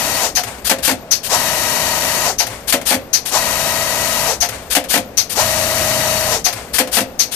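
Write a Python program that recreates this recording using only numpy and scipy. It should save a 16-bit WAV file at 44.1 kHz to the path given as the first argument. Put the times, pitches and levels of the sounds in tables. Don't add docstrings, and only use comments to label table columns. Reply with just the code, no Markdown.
import sys
import numpy as np
from scipy import signal
from scipy.fft import rfft, irfft, next_fast_len
from scipy.io import wavfile
from scipy.ndimage import map_coordinates

SR = 44100
rng = np.random.default_rng(int(sys.argv[2]) if len(sys.argv) > 2 else 0)


def unload_wav(signal):
    wavfile.write(
        sys.argv[1],
        SR,
        np.round(np.clip(np.atleast_2d(signal).T, -1, 1) * 32767).astype(np.int16),
    )


N = 324135
TIME = np.arange(N) / SR
TURN_HZ = 30.03

# spin-up t/s, braking t/s, whine level/dB, hiss level/dB,
# closeness level/dB (low hum and rumble grow as the microphone moves closer)
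COILS = [(-.7, .235, 0, 0, 0), (1.285, 2.265, 1.2, .7, -1), (3.305, 4.29, .6, 0, 1),
         (5.345, 6.328, .5, .5, 9)]
# f/Hz, left minus right level/dB
SHADE = [(100, .5), (700, .5), (1280, 5), (2370, 6.5), (4360, 17), (6000, 18.5), (8050, 23), (14800, 32)]


def amp(db):
    return np.exp(np.asarray(db) * (np.log(10) / 20))


def unit(x):
    return x / np.sqrt(np.mean(x ** 2) + 1e-20)


def along(points, hz):
    f, v = np.transpose(points)
    return np.interp(np.log(hz + 1), np.log(f + 1), v)


def wobble(rate):
    knots = rng.standard_normal(int(N * rate / SR) + 4)
    steps = np.arange(4 * len(knots)) / 4
    return np.interp(TIME * rate, steps, map_coordinates(knots, [steps]))


def filtered(x, response):
    size = next_fast_len(N + 8192, real=True)
    hz = np.fft.rfftfreq(size, 1 / SR)
    return irfft(rfft(x.astype(np.float32), size) * response(hz), size)[..., :N]


def shaded(x):
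    return np.array([x, filtered(x, lambda hz: amp(-along(SHADE, hz)))])


def ports(pair, colour):
    coherence = [(25, .75), (60, .85), (130, .92), (290, .95), (640, .78), (1400, .55), (3080, .25),
                 (6760, .05)]
    size = next_fast_len(N + 8192, real=True)
    hz = np.fft.rfftfreq(size, 1 / SR)
    grid = np.linspace(0, SR / 2, 4097)
    alike, shade = np.clip(along(coherence, grid), 0, 1), amp(-along(SHADE, grid))
    gain = amp(colour(grid)) / np.sqrt(1 + shade ** 2 + 2 * alike * shade)
    mid, side = rfft(pair.astype(np.float32), size)
    mid = mid * np.interp(hz, grid, gain * np.sqrt(1 + alike))
    side = side * np.interp(hz, grid, gain * np.sqrt(1 - alike))
    left, right = mid + side, (mid - side) * np.interp(hz, grid, shade)
    out = irfft(np.array([left, right], np.complex64), size)[:, :N]
    return out / np.std(out.mean(0))


def resonant(spectrum, peaks):
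    return lambda hz: along(spectrum, hz) + sum(
        db / (1 + (2 * (hz - centre) / width) ** 2) for centre, width, db in peaks)


def rush(spectrum, peaks=()):
    return ports(rng.standard_normal((2, N)), resonant(spectrum, peaks))


def add(track, s, sound):
    part = track[..., round(s * SR):][..., :sound.shape[-1]]
    part += sound[..., :part.shape[-1]]


def puffs(rows, t60):
    power, t = np.zeros(N), np.arange(SR // 2) / SR
    for s, db, rise, hold in rows:
        burst = np.clip(t / rise, 0, 1) * amp(db - 60 * np.maximum(t - hold, 0) / t60)
        add(power, s, burst ** 2)
    return np.sqrt(power)


def every_cycle(rows):
    moves = ("unlock", "index", "return", "lock")
    cycles = [(.349, .696, .877, 1.108), (2.381, 2.724, 2.906, 3.129), (4.402, 4.751, 4.939, 5.17),
              (6.441, 6.784, 6.968, 7.19)]
    return [(cycle[moves.index(move)] + delay, *rest) for cycle in cycles for move, delay, *rest in rows]


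def spins(run_up_s=.06, run_down_s=.16):
    return [np.clip((TIME - on) / run_up_s, 0, 1) * np.clip(1 - (TIME - off) / run_down_s, 0, 1)
            for on, off, *_ in COILS]


def flyer_whine(turns, trim_db=-.3, waver_db=1.1, coil_spread_db=1.2):
    harmonics = [(2, -49, .6), (3, -46, .8), (4, -50, 1.4), (5, -43.5, 0), (7, -48, .6), (18, -43, .3),
                 (19, -44, .5), (20, -34.5, .15), (21, -37, 1.15), (22, -33.5, .1), (25, -38, -.8),
                 (26, -41, -.1), (31, -35, 0), (32, -39, 0), (33, -39, -.1), (42, -39, -.2),
                 (62, -37.5, -.1), (64, -39.5, -.3), (65, -41, -.3), (107, -45, -.3), (126, -43, -.2),
                 (149, -43.5, -.3)]
    orders, levels, shares = np.transpose(harmonics)
    whine = np.zeros(N)
    for (on, off, coil_db, _, close_db), ramp in zip(COILS, spins()):
        live = ramp > 0
        t, angle, tones = TIME[live], 2 * np.pi * turns[live], 0
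        order_db = levels + shares * close_db + coil_spread_db * rng.standard_normal(len(orders))
        for order, db in zip(np.round(orders), order_db):
            level = np.interp(t, np.linspace(on, off, 10), amp(db + waver_db * rng.standard_normal(10)))
            tones += level * np.sin(order * angle + 2 * np.pi * rng.random())
        whine[live] += np.sqrt(2) * amp(coil_db + trim_db) * ramp[live] ** 2 * tones
    return shaded(whine)


def wire_hiss(turns, hiss_db=-19.2, speed_power=3.1):
    spectrum = [(100, -13), (250, -4), (380, -10), (530, -5), (700, -.5), (820, -2), (960, -.7), (1130, -5),
                (1500, -6.3), (3000, -6.3), (3450, -12), (4100, -10), (6000, -6.3), (8300, -9.7),
                (14000, -10)]
    guides = [(1270, 45, 6), (1910, 130, 7.8), (2540, 45, 4), (3850, 170, 7.8), (4470, 90, 8.2),
              (5720, 110, 4), (6360, 40, 5), (7130, 65, 6)]
    periodic = [(200, .15), (700, .25), (1500, .25), (4000, .28), (6500, .13), (10000, .03)]  # f/Hz, share of the power that repeats each turn
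    size = round(SR / TURN_HZ)
    one_turn = unit(irfft(np.exp(2j * np.pi * rng.random((2, size // 2 + 1))), size))
    roughness = one_turn[:, (turns % 1 * size).astype(int) % size]
    rub = filtered(roughness, lambda hz: np.sqrt(along(periodic, hz)))
    rub += filtered(rng.standard_normal((2, N)), lambda hz: np.sqrt(1 - along(periodic, hz)))
    envelope = sum(amp(hiss_db + db) * ramp ** speed_power for (*_, db, _), ramp in zip(COILS, spins()))
    flutter = amp(.4 * np.sin(4 * np.pi * turns) + .7 * wobble(250) + .3 * wobble(8))
    return envelope * flutter * ports(rub, resonant(spectrum, guides))


def workshop(shop_db=-36.2, idle_db=-43.5, running_db=-49, close_share=1.05):
    shop = [(60, -22), (120, -8), (230, 1.5), (330, -4), (540, .5), (700, -2), (950, -9), (1500, -14),
            (2400, -18), (3200, -23), (6000, -25), (9000, -31), (14000, -33)]
    rumble = [(20, -7), (42, -12), (61, 1), (85, -3), (115, -1), (160, -9), (260, -25), (500, -60)]
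    running = sum(ramp * amp(running_db + close_share * db) for (*_, db), ramp in zip(COILS, spins()))
    shake = np.hypot(amp(idle_db), running) * amp(1.5 * wobble(12))
    return amp(shop_db) * rush(shop) + shake * rush(rumble)


def belts(speed, turns, strain_db=-14.5, brake_db=-18.5, teeth_db=-4.5):
    driven = [(250, -32), (480, -14), (740, 1), (1050, 1), (1400, -8), (3000, -14), (4300, -9), (5700, -5),
              (7300, -7), (9000, -16), (14000, -19)]
    braked = [(250, -25), (380, -10), (560, -1), (780, 2), (1050, -6), (1400, -8), (3000, -14), (4300, -9),
              (5700, -4), (7300, -6), (9000, -15), (14000, -19)]
    casting_ring = [(450, 50, 10)]
    tooth_counts = (24, 34)
    strain, braking = np.zeros((2, N))
    for on, off, *_ in COILS:
        strain += amp(strain_db) * np.exp(-np.abs((TIME - on - .054) / .033) ** 1.7)
        braking += amp(brake_db) * np.exp(-np.abs((TIME - off - .018) / .041) ** 1.6)
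    mesh = sum(np.sin(2 * np.pi * teeth * turns) for teeth in tooth_counts)
    load = strain + braking * speed ** 2
    singing = amp(teeth_db + 2.5 * wobble(120)) * load * speed * mesh
    return shaded(singing) + strain * rush(driven) + braking * rush(braked, casting_ring)


def jolts():
    kicks = [("unlock", -.02, -33.5, 57, .06), ("unlock", .075, -34, 110, .09),
             ("unlock", .09, -41, 62, .2), ("index", -.075, -35, 59, .07), ("return", -.075, -38, 60, .08),
             ("return", .03, -37, 105, .08)]
    sway = np.zeros(N)
    for s, db, hz, length in every_cycle(kicks):
        t = np.arange(round(length * SR)) / SR
        envelope = np.sqrt(2) * amp(db) * np.sin(np.pi * t / length) ** 2
        add(sway, s, envelope * np.sin(2 * np.pi * (hz * t + rng.random())))
    return sway


def valves(blow_db=-2.5, squeal_db=-2.5, sag_db=-7.5, spit_db=-8.5):
    blow_offs = [("unlock", 0, -13.3, .018, .026), ("lock", 0, -11.2, .011, .022)]  # move, delay/s, level/dB, rise/s, hold/s
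    muffler = [(250, -35), (600, -18), (1400, -18), (2400, -12), (3200, -13), (4500, -6), (5300, -4.5),
               (6400, -3.5), (7200, -17), (9500, -17), (11000, -15), (12700, -12), (14000, -19)]
    squeal = [(4800, -40), (5600, -6), (6100, 0), (6500, -2), (7000, -40)]
    sag = [(3300, -30), (4200, -2), (5200, 0), (5800, -8), (6600, -30)]
    spit = [(3000, -25), (7000, -8), (10500, -2), (12700, 0), (14000, -6)]
    openings = every_cycle(blow_offs)
    exhaust = amp(blow_db) * puffs(openings, t60=.16)
    squeals = amp(squeal_db) * puffs([(s, db, .7 * rise, .016) for s, db, rise, _ in openings], t60=.1)
    sags = amp(sag_db) * puffs([(s + .01, db, rise, .018) for s, db, rise, _ in openings], t60=.11)
    spits = amp(spit_db) * puffs([(s, db, .6 * rise, .014) for s, db, rise, _ in openings], t60=.08)
    return exhaust * rush(muffler) + squeals * rush(squeal) + sags * rush(sag) + spits * rush(spit)


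def ringing(modes, attack_s, spread_rad):
    t = np.arange(SR // 4) / SR
    hz, db, t60 = np.transpose(modes)
    strength, detuning, start, skew = rng.standard_normal((4, len(hz)))
    gain = unit(amp(db + 2.5 * strength)) * np.sqrt(2 / len(hz))
    decay = gain[:, None] * amp(-60 * t / t60[:, None])
    phase = 2 * np.pi * (np.outer(hz * (1 + .02 * detuning), t) + start[:, None])
    left = (decay * np.sin(phase)).sum(0)
    right = amp(-along(SHADE, hz)) @ (decay * np.sin(phase + spread_rad * skew[:, None]))
    return np.array([left, right]) * (1 - np.exp(-t / attack_s))


def stops(clatter_db=-4.5, casting_db=-3.5, bed_db=.5, bend_hz=680, bend_share=.7):
    # move, delay/s, crack level/dB, casting level/dB, bed level/dB
    impacts = [("unlock", .021, -21, -14.5, -40), ("unlock", .043, -24, -20, -40),
               ("unlock", .086, -22, -26, -40), ("index", 0, -7.5, -17, -35),
               ("index", .013, -13, -11, -15), ("index", .089, -29, -28, -30), ("return", 0, -14, -13, -19),
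               ("return", .0145, -14.5, -12, -21), ("return", .036, -17, -22, -16),
               ("lock", .042, -25, -36, -45)]
    casting = [(455, -2, .16), (527, 1, .28), (585, -7, .36), (655, -4, .26), (700, 1, .19), (824, -2, .15),
               (905, -7, .12), (1034, -9, .15), (1340, -9, .1), (1577, -10, .12), (1776, -8, .14),
               (1933, -6, .1), (2207, -8, .07), (2347, -7, .08)]
    bed = [(205, -3, .12), (256, 0, .18), (286, -3, .13), (340, -6, .12)]
    steel = [(500, -20), (1000, -4), (1800, 2), (3000, 0), (6000, 0), (9000, -1), (14000, -2)]
    links = [(150, -28), (450, -10), (800, 1), (1150, -6), (1800, -2), (2600, -4), (4000, -10), (9000, -28)]
    body, blows = np.zeros((2, N)), every_cycle(impacts)
    for s, _, ring_db, thump_db in blows:
        light_db = bend_share * min(0, thump_db - ring_db + 10)
        modes = [(hz, db + light_db * (hz < bend_hz), t60) for hz, db, t60 in casting]
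        add(body, s, amp(ring_db + casting_db) * ringing(modes, attack_s=.002, spread_rad=.5))
        add(body, s, amp(thump_db + bed_db) * ringing(bed, attack_s=.005, spread_rad=.2))
    crack = puffs([(s, db, .0005, .002) for s, db, _, _ in blows], t60=.105)
    clatter = puffs([(s, db + clatter_db, .002, .003) for s, _, db, _ in blows], t60=.13)
    return body + amp(1.2 * wobble(500)) * (crack * rush(steel) + clatter * rush(links))


def slide():
    glides = [("unlock", .108, -29.5, .015, .03)]  # move, delay/s, level/dB, rise/s, hold/s
    spectrum = [(100, -20), (300, -7), (700, 0), (1200, -4), (2200, -4.5), (3000, -10), (6000, -13),
                (8500, -11.5), (11000, -17), (14000, -19)]
    return puffs(every_cycle(glides), t60=.58) * amp(1.2 * wobble(80)) * rush(spectrum)


def leaks(leak_hz=12100, width_hz=190):
    escapes = [("unlock", .2, -53, .03, .07), ("return", .082, -51, .03, .07)]  # move, delay/s, level/dB, rise/s, hold/s
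    noise = rng.standard_normal((2, N))
    whistle = ports(noise, lambda hz: -20 * np.log10(1 + ((hz - leak_hz) / width_hz) ** 2))
    return puffs(every_cycle(escapes), t60=.2) * whistle


def cylinders():
    strokes = [("index", -.053, -15.7, .016, .034), ("return", -.055, -14.3, .026, .056),
               ("lock", .122, -21.5, .011, .04)]
    air = [(250, -22), (500, -10), (800, -8), (1300, -8), (1750, -2.5), (2100, -7), (2600, -3),
           (3600, -1.5), (4300, -4), (5100, -2.5), (7500, -4.5), (9100, -3.5), (10000, -4), (14000, -3.5)]
    port_tones = [(4500, 200, 5), (9150, 500, 5), (10800, 400, 3)]
    return puffs(every_cycle(strokes), t60=.13) * amp(1.1 * wobble(110)) * rush(air, port_tones)


def wire_snatch(level_db=-22):
    spectrum = [(900, -20), (1800, 0), (3500, -3), (5500, 0), (7500, -2), (10000, -4), (14000, -4)]
    pulls = [(on + .004, level_db, .015, .06) for on, *_ in COILS if on > 0]
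    return puffs(pulls, t60=.12) * rush(spectrum)


def handling_thuds():
    thuds = [(5.805, -24), (5.9, -26), (5.98, -28)]  # t/s, level/dB
    spectrum = [(60, -15), (125, 0), (220, -5), (450, -16), (900, -40)]
    return puffs([(s, db, .008, .02) for s, db in thuds], t60=.12) * rush(spectrum)


def plates(x, echo_db=-20, longest_s=.012, count=7):
    bright, out = filtered(x, lambda hz: np.clip(hz / 2500 - .3, 0, 1)), x.copy()
    for delay in rng.uniform(.001, longest_s, count):
        add(out, delay, amp(echo_db) * bright)
    return out


def room(x):
    decay_times = [(200, .45), (1500, .38), (4000, .32), (7000, .26), (14000, .14)]
    hz, t, noise = signal.stft(rng.standard_normal((2, SR // 2)), SR, nperseg=256)
    decay = amp(-60 * t / along(decay_times, hz)[:, None])
    tail = signal.istft(noise * decay, SR, nperseg=256)[1]
    return signal.fftconvolve(x, tail / np.linalg.norm(tail[0]), axes=1)[:, :N]


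def scene(wet_db=-16):
    speed = sum(spins())
    turns = np.cumsum(speed) * TURN_HZ / SR
    winding = flyer_whine(turns) + wire_hiss(turns) + belts(speed, turns) + wire_snatch()
    indexing = valves() + stops() + slide() + leaks() + cylinders()
    surroundings = workshop() + jolts() + handling_thuds()
    return plates(winding + indexing) + amp(wet_db) * room(indexing) + surroundings


def record(dry, ceiling=.95, lag_s=.00009, top_hz=14300):
    heard = filtered(dry, lambda hz: np.exp(1j * np.pi * lag_s * np.outer([1, -1], hz)))
    clipped = heard / (1 + (heard / ceiling) ** 6) ** (1 / 6)
    return filtered(clipped, lambda hz: hz < top_hz)


dry = scene()
out = record(dry)
unload_wav(out)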